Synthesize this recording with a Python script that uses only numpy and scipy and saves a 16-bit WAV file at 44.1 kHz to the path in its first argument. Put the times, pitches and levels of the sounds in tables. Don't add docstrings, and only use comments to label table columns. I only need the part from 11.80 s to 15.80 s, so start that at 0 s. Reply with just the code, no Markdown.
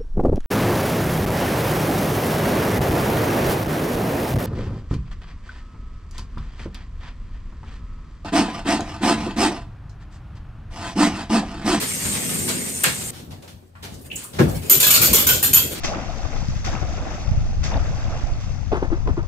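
import sys
import numpy as np
from scipy import signal
from scipy.fft import rfft, irfft, next_fast_len
from scipy.io import wavfile
from scipy.ndimage import uniform_filter1d, map_coordinates

SR = 44100
rng = np.random.default_rng(int(sys.argv[2]) if len(sys.argv) > 2 else 0)


def output_pcm(signal):
    pcm = np.clip(np.atleast_2d(signal).T, -1, 1) * 32767
    wavfile.write(sys.argv[1], SR, np.round(pcm).astype(np.int16))


N = 176400
SCENE_S = np.arange(N) / SR
EVENT_N = SR // 2
EVENT_S = np.arange(EVENT_N) / SR


def amp(db):
    return 10 ** (np.asarray(db) / 20)


def unit(x):
    return x / np.sqrt(np.mean(x ** 2) + 1e-20)


def along(points, hz):
    knots_hz, values = np.transpose(points)
    return np.interp(np.log(hz + 1), np.log(knots_hz + 1), values)


def curves(rows):
    times_s, *columns = np.transpose(rows)
    return [np.interp(SCENE_S, times_s, column) for column in columns]


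def noise(size):
    return rng.standard_normal((2, size))


def wobble(knots_per_s):
    knots = rng.standard_normal(int(N * knots_per_s / SR) + 4)
    return map_coordinates(knots, [SCENE_S * knots_per_s])


def filtered(x, response):
    n = x.shape[-1]
    padded = next_fast_len(n + SR // 8, True)
    return irfft(rfft(x, padded) * response(np.fft.rfftfreq(padded, 1 / SR)), padded)[..., :n]


def stereo(pair, spectrum=((1000, 0),)):
    # frequency in Hz, side over mid in dB.
    width = [(60, -14), (150, -11.5), (250, -8), (400, -4), (600, 3), (2400, -1), (4400, 2), (6500, -2.5),
             (8200, -9), (11000, -3.5), (15000, -3.5)]
    spread = lambda hz: np.array([np.ones_like(hz), amp(along(width, hz))])
    mid, side = filtered(pair, lambda hz: amp(along(spectrum, hz)) * spread(hz))
    return np.array([mid + side, mid - side]) / np.std(mid)


def patter(per_s, scatter_db=0, size=EVENT_N):
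    hit = rng.random((2, size)) < per_s / SR
    return hit * np.sign(noise(size)) * amp(scatter_db * noise(size))


def patchy(x, depth_db):
    bins = signal.stft(x, nperseg=1024)[2]
    field = uniform_filter1d(rng.standard_normal(bins.shape[1:]), size=5, axis=0)
    field = unit(uniform_filter1d(field, size=4, axis=1))
    return unit(signal.istft(bins * amp(depth_db * field), nperseg=1024)[1][:, :x.shape[1]])


def uneven(x, depth_db, spacing_hz):
    knots = rng.standard_normal(1024)
    ripple = lambda hz: map_coordinates(knots, [hz / spacing_hz], mode='nearest')
    return unit(filtered(x, lambda hz: amp(depth_db * ripple(hz))))


def stroke(rise_s, hold_s, t60_s):
    return np.minimum(EVENT_S / rise_s, 1) * amp(-60 * np.maximum(EVENT_S - rise_s - hold_s, 0) / t60_s)


def in_room(x, wet_db):
    # frequency in Hz, t60 in seconds.
    tiles = [(120, 0.77), (500, 0.18), (3000, 0.37), (8000, 0.37), (15000, 0.23)]
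    hz, time_s, bins = signal.stft(stereo(noise(EVENT_N)), SR, nperseg=256)
    decay = amp(-60 * time_s / along(tiles, hz)[:, None]) * (time_s > .004)
    response = signal.istft(bins * decay, SR, nperseg=256)[1][:, :EVENT_N]
    response *= amp(wet_db) / np.linalg.norm(response.mean(0))
    response[:, 0] += 1
    return signal.fftconvolve(np.atleast_2d(x), response, axes=1) / np.hypot(1, amp(wet_db))


def add(out, start_s, x):
    part = out[:, max(round(start_s * SR), 0):][:, :x.shape[1]]
    part += x[:, :part.shape[1]]


def shower(off_s=1.305, cut_s=0.0044):
    # time in seconds, then spray, splash and drumming levels in dB.
    water = [(0, -29, -35, -36.5), (.3, -27, -35.5, -34.5), (.55, -28, -36.5, -31.5),
             (.78, -31, -34.5, -30.5), (.97, -30, -41, -39), (1.3, -32, -42, -46)]
    # frequency in Hz, level in dB.
    spray_spectrum = [(2500, -37.5), (5000, -17), (6700, -4.5), (7700, 1.5), (8200, -2), (8800, 6),
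                      (9500, -4), (9900, -9), (11500, -11), (12600, -4.5), (13500, -12.5), (15500, -21.5)]
    splash_spectrum = [(200, -3), (500, -1.5), (900, 1), (1400, -1), (2200, 6), (3000, 1.5), (5000, 0.5),
                       (8000, -1), (15000, -38)]
    drum_spectrum = [(25, -44), (50, -23), (90, -20), (130, -4.5), (190, -1.5), (260, -2), (310, -15),
                     (390, -8), (550, -18), (900, -61.5), (2000, -56)]
    spray_db, splash_db, drum_db = curves(water)
    drops = lambda: unit(patter(per_s=3500, scatter_db=1.5, size=N)) + 0.56 * noise(N)
    spray = amp(spray_db + 0.65 * wobble(69.5)) * stereo(patchy(drops(), depth_db=4), spray_spectrum)
    splash = amp(splash_db + 1.7 * wobble(30.45)) * stereo(patchy(drops(), depth_db=2.5), splash_spectrum)
    drum = amp(drum_db + 1.1 * wobble(14.1)) * stereo(drops(), drum_spectrum)
    flow = np.clip(1 - (SCENE_S - off_s) / cut_s, 0, 1)
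    return (spray + splash + drum) * flow


def background(hum_hz=88.3, hum_db=-48.5, floor_db=-53.5):
    # frequency in Hz, level in dB.
    floor_spectrum = [(18, -62), (30, -3), (92, -13.5), (125, -27), (253, -38), (355, -42), (437, -45),
                      (2030, -43), (15000, -57)]
    hum_gain = amp(hum_db + 2 * wobble(3.97))
    hum = hum_gain * np.sin(2 * np.pi * hum_hz * SCENE_S + 1.4 * wobble(5.8))
    return hum + amp(floor_db) * stereo(noise(N), floor_spectrum)


def movement():
    # time in seconds, rumble level in dB, swish level in dB.
    levels = [(1.3, -39.5, -41), (1.55, -41.5, -57.5), (1.7, -44, -52), (1.92, -53, -69),
              (2.06, -36.5, -54), (2.27, -41.5, -47.5), (2.5, -44.5, -49.5), (2.68, -22.5, -38.5),
              (2.85, -38, -34), (3.05, -36.5, -32.5), (3.3, -30, -29), (3.6, -36, -32), (3.82, -31.5, -31),
              (3.92, -43, -32), (4, -38, -39)]
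    # frequency in Hz, level in dB.
    rumble_spectrum = [(25, -25.5), (50, -0.5), (90, 6), (160, 1), (250, -3.5), (400, -13), (650, -15),
                       (1200, -27), (3000, -48)]
    swish_spectrum = [(400, 14), (1000, -6.5), (2500, -2.5), (5000, -8), (8800, -0.5), (10200, -6.5),
                      (12500, -4.5), (15500, -5)]
    rumble_db, swish_db = curves(levels)
    rumble = amp(rumble_db + wobble(12)) * stereo(patchy(noise(N), depth_db=3), rumble_spectrum)
    swish_gain = amp(swish_db + 2.6 * wobble(30))
    grains = patchy(patter(per_s=9000, scatter_db=3.5, size=N), depth_db=4.5)
    return rumble + swish_gain * stereo(grains, swish_spectrum)


def rustles():
    # start, rise and hold in seconds, level in dB.
    bursts = [(.01, 0.0053, 0.021, -28.5), (0.242, 0.0078, 0.019, -32), (0.348, 0.0052, .02, -35),
              (0.489, 0.0042, 0.012, -33.5), (0.677, .004, 0.023, -27), (1.034, 0.0015, 0.0055, -26),
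              (1.055, 0.0027, 0.011, -24.5), (1.207, 0.0051, 0.013, -38), (1.317, 0.022, 0.061, -46),
              (1.505, 0.0044, .02, -47), (1.621, .005, 0.0077, -49.5), (1.674, 0.0062, 0.014, -46),
              (2.023, 0.0089, 0.023, -38.5), (2.116, 0.0078, 0.012, -51), (2.364, 0.0085, 0.063, -45.5),
              (2.529, 0.0058, 0.042, -43), (2.815, 0.0082, 0.024, -43.5), (3.947, 0.0034, .03, -37)]
    # frequency in Hz, level in dB.
    cloth_spectrum = [(150, -8), (400, 2.5), (700, -2), (1050, -3), (1500, -1.5), (2100, -2), (3200, -1),
                      (5000, -3.5), (9000, -8), (15000, -14)]
    out = np.zeros((2, N))
    for start_s, rise_s, hold_s, db in bursts:
        grains = uneven(patter(per_s=3000), depth_db=1, spacing_hz=148)
        crinkle = stereo(grains, cloth_spectrum) * stroke(rise_s, hold_s, t60_s=0.19)
        add(out, start_s, amp(db) * in_room(crinkle, wet_db=-10))
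    return out


def ticks():
    # start in seconds, level in dB, centre and half-width in Hz, t60 in seconds.
    contacts = [(0.251, -26, 50.5, 50, 0.2), (1.04, -14, 2000, 1150, 0.088), (1.064, -22.5, 151, 116, 0.14),
                (1.069, -22.5, 1730, 1200, 0.064), (.688, -21, 7860, 2500, 0.039),
                (1.036, -14, 7750, 900, 0.049), (1.035, -14.5, 13000, 4000, .035),
                (1.525, -41.5, 556, 300, 0.097), (1.635, -42, 430, 295, 0.12),
                (1.824, -46, 150, 119, 0.099), (2.06, -44, 720, 200, .1), (1.952, -44.5, 1190, 690, 0.16),
                (2.14, -43, 6500, 3500, 0.1), (2.213, -46.5, 11500, 5000, .15),
                (2.353, -36, 14400, 3000, 0.13), (2.43, -38, 13700, 4000, .15),
                (2.3, -38, 2640, 200, 0.058), (2.312, -26, 2730, 280, 0.074),
                (2.357, -26, 7270, 710, 0.076), (2.357, -35.5, 8760, 1000, 0.34),
                (2.439, -31.5, 8950, 1500, 0.091), (2.445, -44, 1210, 200, 0.16)]
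    out = np.zeros((2, N))
    for start_s, db, centre_hz, half_width_hz, t60_s in contacts:
        resonance = lambda hz: hz * half_width_hz / (hz * half_width_hz + 0.5j * (hz**2 - centre_hz**2))
        band = filtered(stereo(noise(EVENT_N)), lambda hz: resonance(hz) ** 2)
        tick = unit(band) * stroke(rise_s=0.0013, hold_s=0.0032, t60_s=t60_s)
        add(out, start_s, amp(db) * in_room(tick, wet_db=-5.5))
    return out


def thumps(thud_db=-8.5, scuff_db=-12, scuff_lead_s=0.0056, sag_hz=22.3, sag_s=0.023):
    # start in seconds, level in dB.
    landings = [(2.591, -10), (2.703, -34.5)]
    # frequency in Hz, level in dB, t60 in seconds.
    tub_modes = [(136.2, -1, 0.34), (151.2, 0.5, 0.18), (215, -10.5, 0.092), (321, -6.5, .08),
                 (360.5, -1.5, 0.074), (425.6, -20.5, 0.14), (492, -11, 0.11), (610, -30, 0.11),
                 (820, -20.5, 0.051), (1053, -20, 0.041), (1330, -24, 0.045), (1635, -19, 0.091),
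                 (2230, -27, .07), (2800, -26, 0.066)]
    # frequency in Hz, level in dB.
    thud_spectrum = [(60, -25), (105, 3), (145, -3), (250, -5), (350, -3), (450, -10), (620, -17),
                     (800, -36), (1700, -32), (2100, -29), (5000, -40)]
    scuff_spectrum = [(200, -2.5), (500, 2), (900, -4.5), (1250, -7.5), (1650, 0), (2000, -9.5),
                      (2350, -9.5), (3200, -16.5), (6000, -19), (15000, -33)]
    out = np.zeros((2, N))
    sag_cycles = sag_hz * sag_s * (1 - np.exp(-EVENT_S / sag_s))
    for start_s, db in landings:
        boom = np.zeros(EVENT_N)
        for hz, mode_db, t60_s in tub_modes:
            tone = np.sin(2 * np.pi * (hz * EVENT_S + sag_cycles + rng.random()))
            boom += amp(mode_db) * tone * stroke(rise_s=0.014, hold_s=0.011, t60_s=t60_s)
        thud = stereo(noise(EVENT_N), thud_spectrum) * stroke(rise_s=0.011, hold_s=0.022, t60_s=0.23)
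        add(out, start_s, amp(db) * in_room(boom + amp(thud_db) * thud, wet_db=-9))
        scuff = stereo(patter(per_s=2400, scatter_db=2), scuff_spectrum)
        scuff *= stroke(rise_s=0.0052, hold_s=0.0098, t60_s=0.17)
        add(out, start_s - scuff_lead_s, amp(db + scuff_db) * in_room(scuff, wet_db=-12.5))
    return out


def one_ring(push, detune=0.006, mode_scatter_db=4.3):
    # frequency in Hz, relative energy in dB, t60 in seconds.
    ring_modes = [(3090, -13.5, .15), (7050, -1, 0.068), (7140, 3, 0.055), (8250, -8, 0.13),
                  (8370, -13, 0.11), (8750, -24, .12), (12050, 7.5, 0.11), (11920, 3.5, 0.23),
                  (12500, -2, 0.1), (12730, -13, .12), (13260, -3, 0.11), (14500, -7, 0.17),
                  (14700, -22, .06)]
    ping = np.zeros(EVENT_N)
    for hz, db, t60_s in ring_modes:
        envelope = amp(db + mode_scatter_db * rng.standard_normal() - 60 * EVENT_S / t60_s)
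        tuned_hz = hz * (1 + detune * rng.standard_normal())
        ping += envelope / np.sqrt(t60_s) * np.sin(2 * np.pi * tuned_hz * EVENT_S)
    clicks = stereo(patter(per_s=220, scatter_db=5.5)) * push
    return signal.fftconvolve(clicks, ping[None] / np.linalg.norm(ping), axes=1)[:, :EVENT_N]


def curtain_rings(count=3, rise_s=0.0023, t60_s=0.17, smack_db=-2.5, ringing_db=-2.5, clatter_db=-1):
    # start and hold in seconds, jingle and scrape levels in dB.
    jerks = [(2.896, 0.011, -12, -23.5), (2.922, 0.023, -20, -26), (2.999, 0.017, -16, -21),
             (3.027, 0.013, -18, -18), (3.066, 0.019, -16, -23), (3.104, 0.026, -14.5, -21.5),
             (3.139, 0.024, -19, -18.5), (3.214, 0.043, -16, -20.5), (3.329, 0.013, -14, -19),
             (3.352, 0.05, -19.5, -24), (3.467, 0.011, -12.5, -23.5), (3.487, 0.004, -23, -17.5),
             (3.519, 0.034, -23, -31), (3.626, 0.019, -16, -23), (3.73, 0.013, -13.5, -24),
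             (3.758, 0.023, -18.5, -25)]
    # frequency in Hz, level in dB.
    clatter_spectrum = [(3000, -19), (5500, -10.5), (7000, -10.5), (9400, 0), (9850, -10), (11500, -6),
                        (12200, 2.5), (13600, -0.5), (15500, -2.5)]
    rod_spectrum = [(150, -28), (450, -8.5), (800, -10.5), (1350, -1.5), (1900, -9), (2400, 1.5),
                    (3500, -0.5), (5000, -3.5), (6500, -2.5), (9000, -2), (15000, -25)]
    out = np.zeros((2, N))
    smack = amp(smack_db) * stroke(rise_s, hold_s=0.003, t60_s=0.03)
    for start_s, hold_s, jingle_db, scrape_db in jerks:
        push = stroke(rise_s, hold_s, t60_s) + smack
        ringing = sum(one_ring(push) for _ in range(count)) / np.sqrt(count)
        clicks = uneven(patter(per_s=1500), depth_db=5.5, spacing_hz=200.8)
        clatter = stereo(clicks, clatter_spectrum) * push
        jingle = amp(ringing_db) * ringing + amp(clatter_db) * clatter
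        friction = uneven(patter(per_s=3000, scatter_db=3.5), depth_db=4, spacing_hz=110.6)
        scrape = stereo(patchy(friction, depth_db=3), rod_spectrum) * stroke(0.003, hold_s, t60_s)
        add(out, start_s, in_room(amp(jingle_db) * jingle + amp(scrape_db) * scrape, wet_db=-5))
    return out


def scene():
    return shower() + background() + movement() + rustles() + ticks() + thumps() + curtain_rings()


def record(dry, low_cut_hz=44, top_hz=15600):
    left_over_right_db = [(200, 2.9), (500, 0.27), (8000, .2)]
    lean = lambda hz: amp(along(left_over_right_db, hz) * np.array([[.5], [-.5]]))
    shaped = filtered(dry, lambda hz: lean(hz) * hz ** 3 / (hz ** 3 + low_cut_hz ** 3))
    return filtered(np.clip(shaped, -1, 1), lambda hz: 1 / (1 + (hz / top_hz) ** 200))


dry = scene()
out = record(dry)
output_pcm(out)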